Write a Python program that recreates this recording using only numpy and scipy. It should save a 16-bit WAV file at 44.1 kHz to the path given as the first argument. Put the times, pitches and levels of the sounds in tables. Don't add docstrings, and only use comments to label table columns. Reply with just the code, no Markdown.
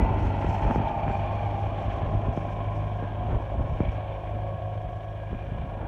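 import sys
import numpy as np
from scipy import signal
from scipy.fft import rfft, irfft, next_fast_len
from scipy.io import wavfile
from scipy.ndimage import uniform_filter1d

SR = 44100
rng = np.random.default_rng(int(sys.argv[2]) if len(sys.argv) > 2 else 0)


def to_wav(s):
    ch = np.atleast_2d(s).T
    pcm = np.round(np.clip(ch, -1, 1) * 32767)
    wavfile.write(sys.argv[1], SR, pcm.astype(np.int16))


N = 258867

# pitch_hz, level_db (relative density
HISS_SPECTRUM = [(100, -1), (4000, -2), (9500, -1.5), (11000, -4.5), (15500, -8)]
RUMBLE_SPECTRUM = [(5, -71.5), (15, -44), (27, -15), (38, 2), (50, 11), (70, 4.5), (100, -1), (140, -5.5),
                   (200, -14.5), (400, -58), (2000, -110)]
FLUTTER_SPECTRUM = [(20, -45.5), (70, -31.5), (130, -2), (200, 2.5), (300, -1.5), (450, -6.5), (700, -20.5),
                    (1400, -19.5), (2800, -37), (6000, -87)]
SOIL_SPECTRUM = [(1000, -43.5), (3500, -10.5), (4900, -2.5), (5500, 2.5), (6100, 0.5), (6600, -1.5),
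                 (7200, -7.5), (7550, -7.5), (7900, -9), (9600, -11), (10500, -29), (11500, -13.5),
                 (15500, -30)]
STONE_SPECTRUM = [(1200, -46), (2600, -2), (3100, 6), (3900, 0), (4500, -18), (7000, -47), (12000, -73)]
INJECTOR_SPECTRUM = [(200, -50), (900, -2), (1400, -0.5), (1650, 3.5), (2020, -4), (2300, 2.5),
                     (2750, -2.5), (3200, -3), (3500, -11.5), (4000, -19), (4400, -22.5), (4800, -28.5),
                     (7000, -57), (14000, -68)]
BLOCK_SPECTRUM = [(120, -20), (200, -18.5), (400, -9), (490, -7), (570, -1), (620, 1), (690, 3),
                  (750, -0.5), (920, -0.5), (1020, -5), (1170, -17), (1300, -27.5), (1600, -26),
                  (1900, -44.5), (5000, -100)]

# time_s, rumble_db, flutter_db (before the wind trims)
BREEZE = [(0, -36, -31.5), (1.3, -40, -37.5), (2.4, -39, -38.5), (3.6, -41.5, -42), (4.7, -44, -58.5),
          (5.2, -46.5, -59), (5.87, -42, -44)]
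# height_s, length_s, rumble_db, flutter_db (before the wind trims)
GUSTS = [(-0.006, 0.08, -30.5, -23.5), (0.134, 0.12, -32, -32), (0.265, 0.074, -36, -32),
         (0.454, 0.026, -32, -34), (0.478, 0.064, -39, -45), (0.652, 0.05, -29, -31.5),
         (0.703, 0.019, -42, -25.5), (0.754, 0.02, -35, -30), (0.808, .05, -34, -31),
         (1.08, 0.049, -35, -31.5), (1.883, 0.03, -32.5, -42), (2.11, 0.25, -35, -37.5),
         (2.274, 0.041, -32.5, -34), (3.037, 0.019, -50, -35), (3.234, 0.03, -35, -35),
         (3.332, 0.087, -31.5, -32.5), (3.595, 0.1, -30.5, -35.5), (3.716, 0.043, -31.5, -61),
         (3.87, 0.1, -35, -39), (4.352, 0.065, -38, -40), (4.875, 0.055, -36.5, -47),
         (5.339, 0.043, -32.5, -34.5), (5.57, 0.21, -35.5, -39.5), (5.823, 0.099, -39, -38)]
# start_s, strength_db (before decay and filters), sharpness_hz
POPS = [(.024, -11.5, 77), (0.029, -18.5, 180), (.105, -15, 93), (0.123, -15.5, 116), (.226, -17, 75),
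        (0.2668, -20, 93), (0.445, -17, 700), (.448, -22, 1100), (0.49, -15, 93), (.650, -21.5, 1350),
        (0.653, -20, 75), (0.6598, -11.5, 65), (.679, -24, 1400), (0.701, -23, 1020), (.71, -17, 1220),
        (0.715, -18.5, 180), (.759, -13.5, 750), (0.78, -18, 199), (.801, -14.5, 273), (1.080, -20.5, 1490),
        (1.082, -21, 346), (1.099, -21.5, 1290), (1.104, -26, 1500), (2.032, -16.5, 93), (2.136, -23, 404),
        (2.1505, -12.5, 116), (2.283, -18.5, 304), (2.29, -17, 98), (2.375, -16, 480), (3.025, -23.5, 450),
        (3.319, -19, 70), (3.329, -23, 500), (3.347, -15, 56), (3.595, -9.5, 54), (3.61, -17, 70),
        (3.724, -16.5, 54), (3.8043, -11.5, 444), (3.834, -20.5, 260), (3.864, -24, 109), (3.881, -19, 100),
        (5.33, -24.5, 380), (5.338, -18, 60), (5.52, -20, 130)]

# start_s, length_s, level_db
CLOD_PATCHES = [(0.4, 0.36, -70), (1.04, 0.57, -79.5), (1.787, 0.18, -73), (2.33, 0.2, -73),
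                (3.743, 0.22, -78)]
# start_s, peak_db
STONES = [(.88, -44), (5.613, -53)]
# height_s, length_s, pitch_hz, level_db
BRIEF_TONES = [(0.012, 0.13, 1986, -47.5), (0.526, 0.22, 7500, -77), (1.125, 0.11, 7550, -78.5),
               (1.81, .12, 7430, -85), (3.06, 0.31, 1613, -55), (3.308, 0.16, 6410, -84),
               (3.464, 0.065, 6420, -87), (4.15, .06, 5600, -80), (5.033, .07, 5800, -81),
               (5.108, .06, 5620, -81), (5.38, .15, 5720, -84)]

GEAR_MESHES = [(21.14, .7), (22.4, 1.6), (23, .9), (25, .6), (25.75, .9), (26.5, 1.2), (27, .6),
               (27.55, 1.1), (28.02, .4), (31.3, 1.3), (32.3, 1.0), (33.6, .9), (34.15, 1.6), (36.2, .8),
               (39.6, 1.8), (42.3, .85), (63.4, 2.6), (171, 5)]
# height_db, height_s, spread_s
GEAR_SWELLS = [(-48.5, 4.2, 1.96), (-50, 3.58, 1.1), (-49, 1.6, 2.2), (-45, 0.98, .35), (-50, 4.56, 1.1),
               (-51, 1.95, 1.2), (-46.5, 4.75, .5), (-43, 0.86, .7), (-48.5, 3.63, 2.47), (-43, 1.37, 1.3),
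               (-43, 1, 0.72), (-41, 0.67, 0.58), (-57.5, 3.8, 1.1), (-43, 0.48, 0.87), (-50, 2.43, 1.13),
               (-53, 2.34, 3.9), (-62, 6.2, 3.5), (-71, 0.4, 0.37)]

# time_s, level_db (before its trim and the ring)
RATTLE_LEVEL = [(0, -45), (0.3, -45), (0.65, -43.5), (0.95, -49), (1.25, -47.5), (1.6, -50.5), (1.9, -45.5),
                (2.2, -51.5), (3.65, -52), (3.9, -49.5), (4.35, -54), (5.1, -55.5), (5.4, -54),
                (5.87, -54.5)]
# pitch_hz, width_hz, height_db, extra_db, extra_s, spread_s
RATTLE_BANDS = [(1410, 89, -1, 11.5, 0.1, 0.66), (1680, 190, 0.5, -14.5, 0.1, 0.32),
                (2000, 150, -1, 10.5, 0.14, 0.85), (2560, 180, -3, 8, 0.26, 0.51),
                (2640, 140, -0.5, -5, 5.4, .5), (3530, 550, 4, -5, 0.48, 0.73),
                (4450, 410, 1.5, 7.5, 1.2, 0.57), (1106, 120, -0.5, 13, 1.85, 0.37),
                (1050, 72, 3, 17, .66, 0.1), (1064, 73, -0.5, 16, 3.6, .2), (1027, 81, -1, 15, .05, .22),
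                (1380, 150, 0, 10, 5.8, .2)]
# time_s, pitch_hz, height_db
RATTLE_RING = [(0, 2380, 7), (.25, 2400, -5), (.85, 2430, 7), (1.1, 2390, 11.5), (1.32, 2420, 7),
               (1.45, 2340, 9.5), (1.8, 2420, 4), (2.05, 2400, 0), (2.2, 2470, 3.5), (2.42, 2380, 7),
               (2.75, 2330, 4), (3.1, 2320, -1), (3.35, 2360, 2.5), (3.7, 2350, 2.5), (3.86, 2280, 9.5),
               (4.05, 2360, 0.5), (4.27, 2410, 7), (4.5, 2370, 2.5), (5.05, 2420, -0.5), (5.35, 2450, 7.5),
               (5.87, 2410, 4)]

# time_s, level_db (before its trim)
CLATTER_LEVEL = [(0, -27.5), (0.22, -34), (0.48, -32), (1.05, -33), (1.6, -34.5), (2.1, -33.5), (3.0, -39),
                 (3.4, -36), (4.4, -38), (5.4, -43), (5.87, -37)]
# time_s, pitch_hz, height_db
HOLLOW_BAND = [(0, 1210, -16), (.5, 1144, -11), (.9, 1007, -7), (1.35, 982, -15.5), (2.0, 926, -13.5),
               (2.6, 880, -9.5), (3.3, 865, -6.5), (3.9, 884, -12.5), (5.0, 850, -18.5), (5.87, 876, -6)]

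EXHAUST_ORDERS = [2, 3, 4, 6, 7, 8, 10, 12, 14]
EXHAUST_BALANCE = [-12.5, -13, 0.5, -10, -23, -27.5, -27.5, -26, -23.5]
# time_s, level_db (before its trim)
DRONE_LEVEL = [(0, -30), (.8, -32.5), (1.0, -33), (1.3, -33), (2.1, -33.5), (2.35, -33), (2.65, -33),
               (3.0, -34), (3.8, -35.5), (4.3, -35), (5.3, -37.5), (5.87, -39)]
# time_s, speed_turns_per_s
CRANK_SPEED = [(0, 24.55), (.2, 24.48), (.5, 24.72), (.73, 24.45), (1.0, 25.05), (1.22, 25.13),
               (1.45, 25.62), (1.7, 25.35), (1.88, 25.4), (2.1, 25.62), (2.38, 25.42), (2.6, 25.62),
               (2.78, 25.85), (3.07, 25.42), (3.3, 25.98), (3.58, 25.58), (3.85, 25.95), (4.08, 25.97),
               (4.28, 25.8), (4.5, 26.18), (4.73, 25.9), (4.97, 26.28), (5.25, 25.83), (5.5, 26.03),
               (5.87, 25.88)]

START_M, DRIVE_M_PER_S = 4, 1.96
DRAG_DB, DRAG_LOSS_DB = -69, 6.5
CLOD_ATTACK_S, CLOD_RELEASE_S = .04, .065
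ECHO_LAG_S, ECHO_GROWTH, ECHO_GAIN = .00129, .0002, .35
HOOD_NEAR_HZ, HOOD_FAR_HZ, HOOD_NEAR_DB, HOOD_FAR_DB = 864, 700, 5, -3
HOOD_FADE_S, HOOD_FADE_POWER = 2.17, 4.1
EDGE_RATIO, EDGE_DB = .89, 4.5
CREST_RATIO, CREST_NEAR_DB = 1.192, 15
BAND_SLIDE_PER_S = .12
KNOCK_SCATTER_DB, FIRING_PULSE_DB = 1.24, .5


def from_db(db):
    return 10 ** (np.asarray(db) / 20)


def rms_one(x):
    return x / np.sqrt(np.mean(x ** 2) + 1e-20)


def seconds():
    return np.arange(N) / SR


def in_time(rows):
    s, *columns = np.transpose(rows)
    return [np.interp(seconds(), s, column) for column in columns]


def noise():
    return rng.standard_normal(N)


def swell(at_s, spread_s):
    return np.exp(-np.minimum(((seconds() - at_s) / spread_s) ** 2, 20))


def drift(rate_hz):
    pole = np.exp(-80 * np.pi * rate_hz / SR)
    raw = rng.standard_normal(N // 40 + 2002)
    slow = signal.lfilter([1], [1, -2 * pole, pole * pole], raw)[2000:]
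    return np.interp(np.arange(N) / 40, np.arange(len(slow)), rms_one(slow))


def coloured(x, spectrum):
    hz, db = np.transpose(spectrum)
    size = next_fast_len(N)
    bins = np.maximum(np.fft.rfftfreq(size, 1 / SR), 1)
    gain = from_db(np.interp(np.log(bins), np.log(hz), db))
    return rms_one(irfft(rfft(x, size) * gain, size)[:N])


def steady(x, size):
    return x / np.sqrt(uniform_filter1d(x ** 2, size) + 1e-12)


def moving_peak(x, hz, db, width_hz, size=512):
    hz, db = np.broadcast_to(hz, N), np.broadcast_to(db, N)
    out, state, half = np.zeros(N), np.zeros(2), np.pi * width_hz / SR
    for i in range(0, N, size):
        g = from_db(db[i] / 2)
        c = -2 * np.cos(2 * np.pi * hz[i] / SR)
        top, bottom = [1 + half * g, c, 1 - half * g], [1 + half / g, c, 1 - half / g]
        out[i:i + size], state = signal.lfilter(top, bottom, x[i:i + size], zi=state)
    return out


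def receding(start_db, loss_db):
    return from_db(start_db - loss_db * np.log2(1 + DRIVE_M_PER_S * seconds() / START_M))


def reflected(x):
    t = seconds()
    return rms_one(x - ECHO_GAIN * np.interp(t - ECHO_LAG_S - ECHO_GROWTH * t, t, x))


def knocks(turns, repeat, depth_db, uneven_db, slack_turns, size=4096):
    cycle = rng.standard_normal(size)
    place = (turns + slack_turns * drift(5)) / 2 % 1 * size
    recurring = rms_one(np.interp(place, np.arange(size), cycle))
    contacts = np.sqrt(repeat) * recurring + np.sqrt(1 - repeat) * noise()
    firing_db = depth_db * np.cos(4 * np.pi * turns)
    turn_db = uneven_db * np.cos(2 * np.pi * turns)
    return contacts * from_db(firing_db + turn_db + KNOCK_SCATTER_DB * drift(55))


def microphone_hiss(level_db):
    return from_db(level_db) * coloured(noise(), HISS_SPECTRUM)


def wind(rumble_trim_db, flutter_trim_db, lumpy_db):
    rumble_power, flutter_power = from_db(in_time(BREEZE)) ** 2
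    for s, length_s, rumble_db, flutter_db in GUSTS:
        gust = swell(s, length_s / 2)
        rumble_power = rumble_power + from_db(rumble_db) ** 2 * gust
        flutter_power = flutter_power + from_db(flutter_db) ** 2 * gust
    rumble = steady(coloured(noise(), RUMBLE_SPECTRUM), size=3000)
    lumps = noise() * from_db(lumpy_db * drift(58))
    flutter = steady(coloured(lumps, FLUTTER_SPECTRUM), size=3000)
    deep = from_db(rumble_trim_db) * np.sqrt(rumble_power) * rumble
    return deep + from_db(flutter_trim_db) * np.sqrt(flutter_power) * flutter


def pops(decay_s, low_cut_hz, top_hz, size=4096):
    out, t = np.zeros(N + size), np.arange(size) / SR
    for s, db, sharpness_hz in POPS:
        at = round(s * SR)
        swings = np.sin(np.pi * np.log2(1 + 2 * sharpness_hz * t))
        decay = np.exp(-t / (decay_s + .5 / sharpness_hz))
        out[at:at + size] -= from_db(db) * swings * decay
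    low_cut = signal.butter(1, low_cut_hz, "high", fs=SR, output="sos")
    top_cut = signal.butter(4, top_hz, fs=SR, output="sos")
    return signal.sosfilt(np.vstack([low_cut, top_cut]), out[:N])


def brief_tones(blur_rad, rough_db):
    t, wobble = seconds(), blur_rad * drift(30)
    tones = np.zeros(N)
    for s, length_s, hz, db in BRIEF_TONES:
        tones += from_db(db) * swell(s, length_s / 2) * np.sin(2 * np.pi * hz * t + wobble)
    return np.sqrt(2) * tones * from_db(rough_db * drift(40))


def soil(grains_per_s, grain_db, flicker_db):
    t, power = seconds(), receding(DRAG_DB, DRAG_LOSS_DB) ** 2
    for s, length_s, db in CLOD_PATCHES:
        end_s = s + length_s
        corners_s = [s - CLOD_ATTACK_S, s, end_s, end_s + CLOD_RELEASE_S]
        envelope = np.interp(t, corners_s, [0, 1, 1, 0])
        power = power + (from_db(db) * envelope) ** 2
    grains = (rng.random(N) < grains_per_s / SR) * noise()
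    crumbs = noise() + from_db(grain_db) * rms_one(grains)
    level = np.sqrt(power) * from_db(flicker_db * drift(15))
    return level * reflected(coloured(crumbs, SOIL_SPECTRUM))


def stones(decay_s, size=2048):
    out = np.zeros(N)
    for s, db in STONES:
        scratch = np.zeros(N)
        at = round(s * SR)
        scratch[at:at + size] = rng.standard_normal(size) * np.exp(-np.arange(size) / (decay_s * SR))
        click = coloured(scratch, STONE_SPECTRUM)
        out += from_db(db) * click / np.abs(click).max()
    return out


def gears(turns, waver_db, rough_db):
    out = np.zeros(N)
    pulse_db = FIRING_PULSE_DB * np.cos(4 * np.pi * turns)
    for (multiple, blur_rad), (db, at_s, spread_s) in zip(GEAR_MESHES, GEAR_SWELLS):
        phase = 2 * np.pi * multiple * turns + blur_rad * drift(8.4)
        level_db = db + waver_db * drift(4.1) + rough_db * drift(61) + pulse_db
        out += from_db(level_db) * swell(at_s, spread_s) * np.sin(phase)
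    return np.sqrt(2) * out


def injectors(turns, trim_db):
    contacts = knocks(turns, repeat=.15, depth_db=.37, uneven_db=-1.44, slack_turns=.0036)
    rattle = coloured(contacts, INJECTOR_SPECTRUM)
    for hz, width_hz, db, extra_db, extra_s, spread_s in RATTLE_BANDS:
        extra = swell(extra_s, spread_s)
        slide = 1 - BAND_SLIDE_PER_S * (seconds() - extra_s) * extra
        rattle = moving_peak(rattle, hz * slide, db + extra_db * extra, width_hz)
    ring_hz, ring_db = in_time(RATTLE_RING)
    ringing = moving_peak(steady(rattle, size=8000), ring_hz, ring_db, width_hz=240)
    return from_db(in_time(RATTLE_LEVEL)[0] + trim_db) * ringing


def clatter(turns, trim_db):
    contacts = knocks(turns, repeat=.39, depth_db=1.9, uneven_db=-.5, slack_turns=.0088)
    block = coloured(contacts, BLOCK_SPECTRUM)
    near = 1 / (1 + (seconds() / HOOD_FADE_S) ** HOOD_FADE_POWER)
    hood_hz = HOOD_FAR_HZ + near * (HOOD_NEAR_HZ - HOOD_FAR_HZ)
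    hood_db = HOOD_FAR_DB + near * (HOOD_NEAR_DB - HOOD_FAR_DB)
    hood = moving_peak(block, hood_hz, hood_db, width_hz=110)
    hollow_hz, hollow_db = in_time(HOLLOW_BAND)
    edged = moving_peak(hood, EDGE_RATIO * hollow_hz, EDGE_DB, width_hz=180)
    hollowed = moving_peak(edged, hollow_hz, hollow_db, width_hz=190)
    crested = moving_peak(hollowed, CREST_RATIO * hollow_hz, CREST_NEAR_DB * near, width_hz=140)
    return from_db(in_time(CLATTER_LEVEL)[0] + trim_db) * steady(crested, size=8000)


def exhaust(turns, trim_db, waver_db, throb_db):
    tones = np.zeros(N)
    for multiple, db in zip(EXHAUST_ORDERS, EXHAUST_BALANCE):
        phase = 2 * np.pi * (multiple * turns + rng.random())
        tones += from_db(db + waver_db * drift(1.7)) * np.sin(phase)
    level_db = in_time(DRONE_LEVEL)[0] + trim_db + throb_db * drift(14)
    return np.sqrt(2) * from_db(level_db) * tones


def scene():
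    air = microphone_hiss(level_db=-78.5)
    air = air + wind(rumble_trim_db=3.5, flutter_trim_db=-3.5, lumpy_db=2.0)
    air = air + pops(decay_s=.0065, low_cut_hz=27.3, top_hz=2400)
    tones = brief_tones(blur_rad=.72, rough_db=1.0)
    drill = soil(grains_per_s=420, grain_db=-4.0, flicker_db=2.0) + stones(decay_s=.0063)
    turns = np.cumsum(in_time(CRANK_SPEED)[0]) / SR
    tractor = gears(turns, waver_db=3.0, rough_db=2.5) + injectors(turns, trim_db=-1.0)
    tractor = tractor + clatter(turns, trim_db=-2.0)
    tractor = tractor + exhaust(turns, trim_db=-.25, waver_db=1.67, throb_db=1.9)
    return (air + tones + drill + tractor)[None]


def record(dry):
    thinned = signal.sosfilt(signal.butter(3, 28, "high", fs=SR, output="sos"), dry)
    top_cut = signal.ellip(10, .1, 80, 15700, fs=SR, output="sos")
    return signal.sosfilt(top_cut, thinned)


dry = scene()
out = record(dry)
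to_wav(out)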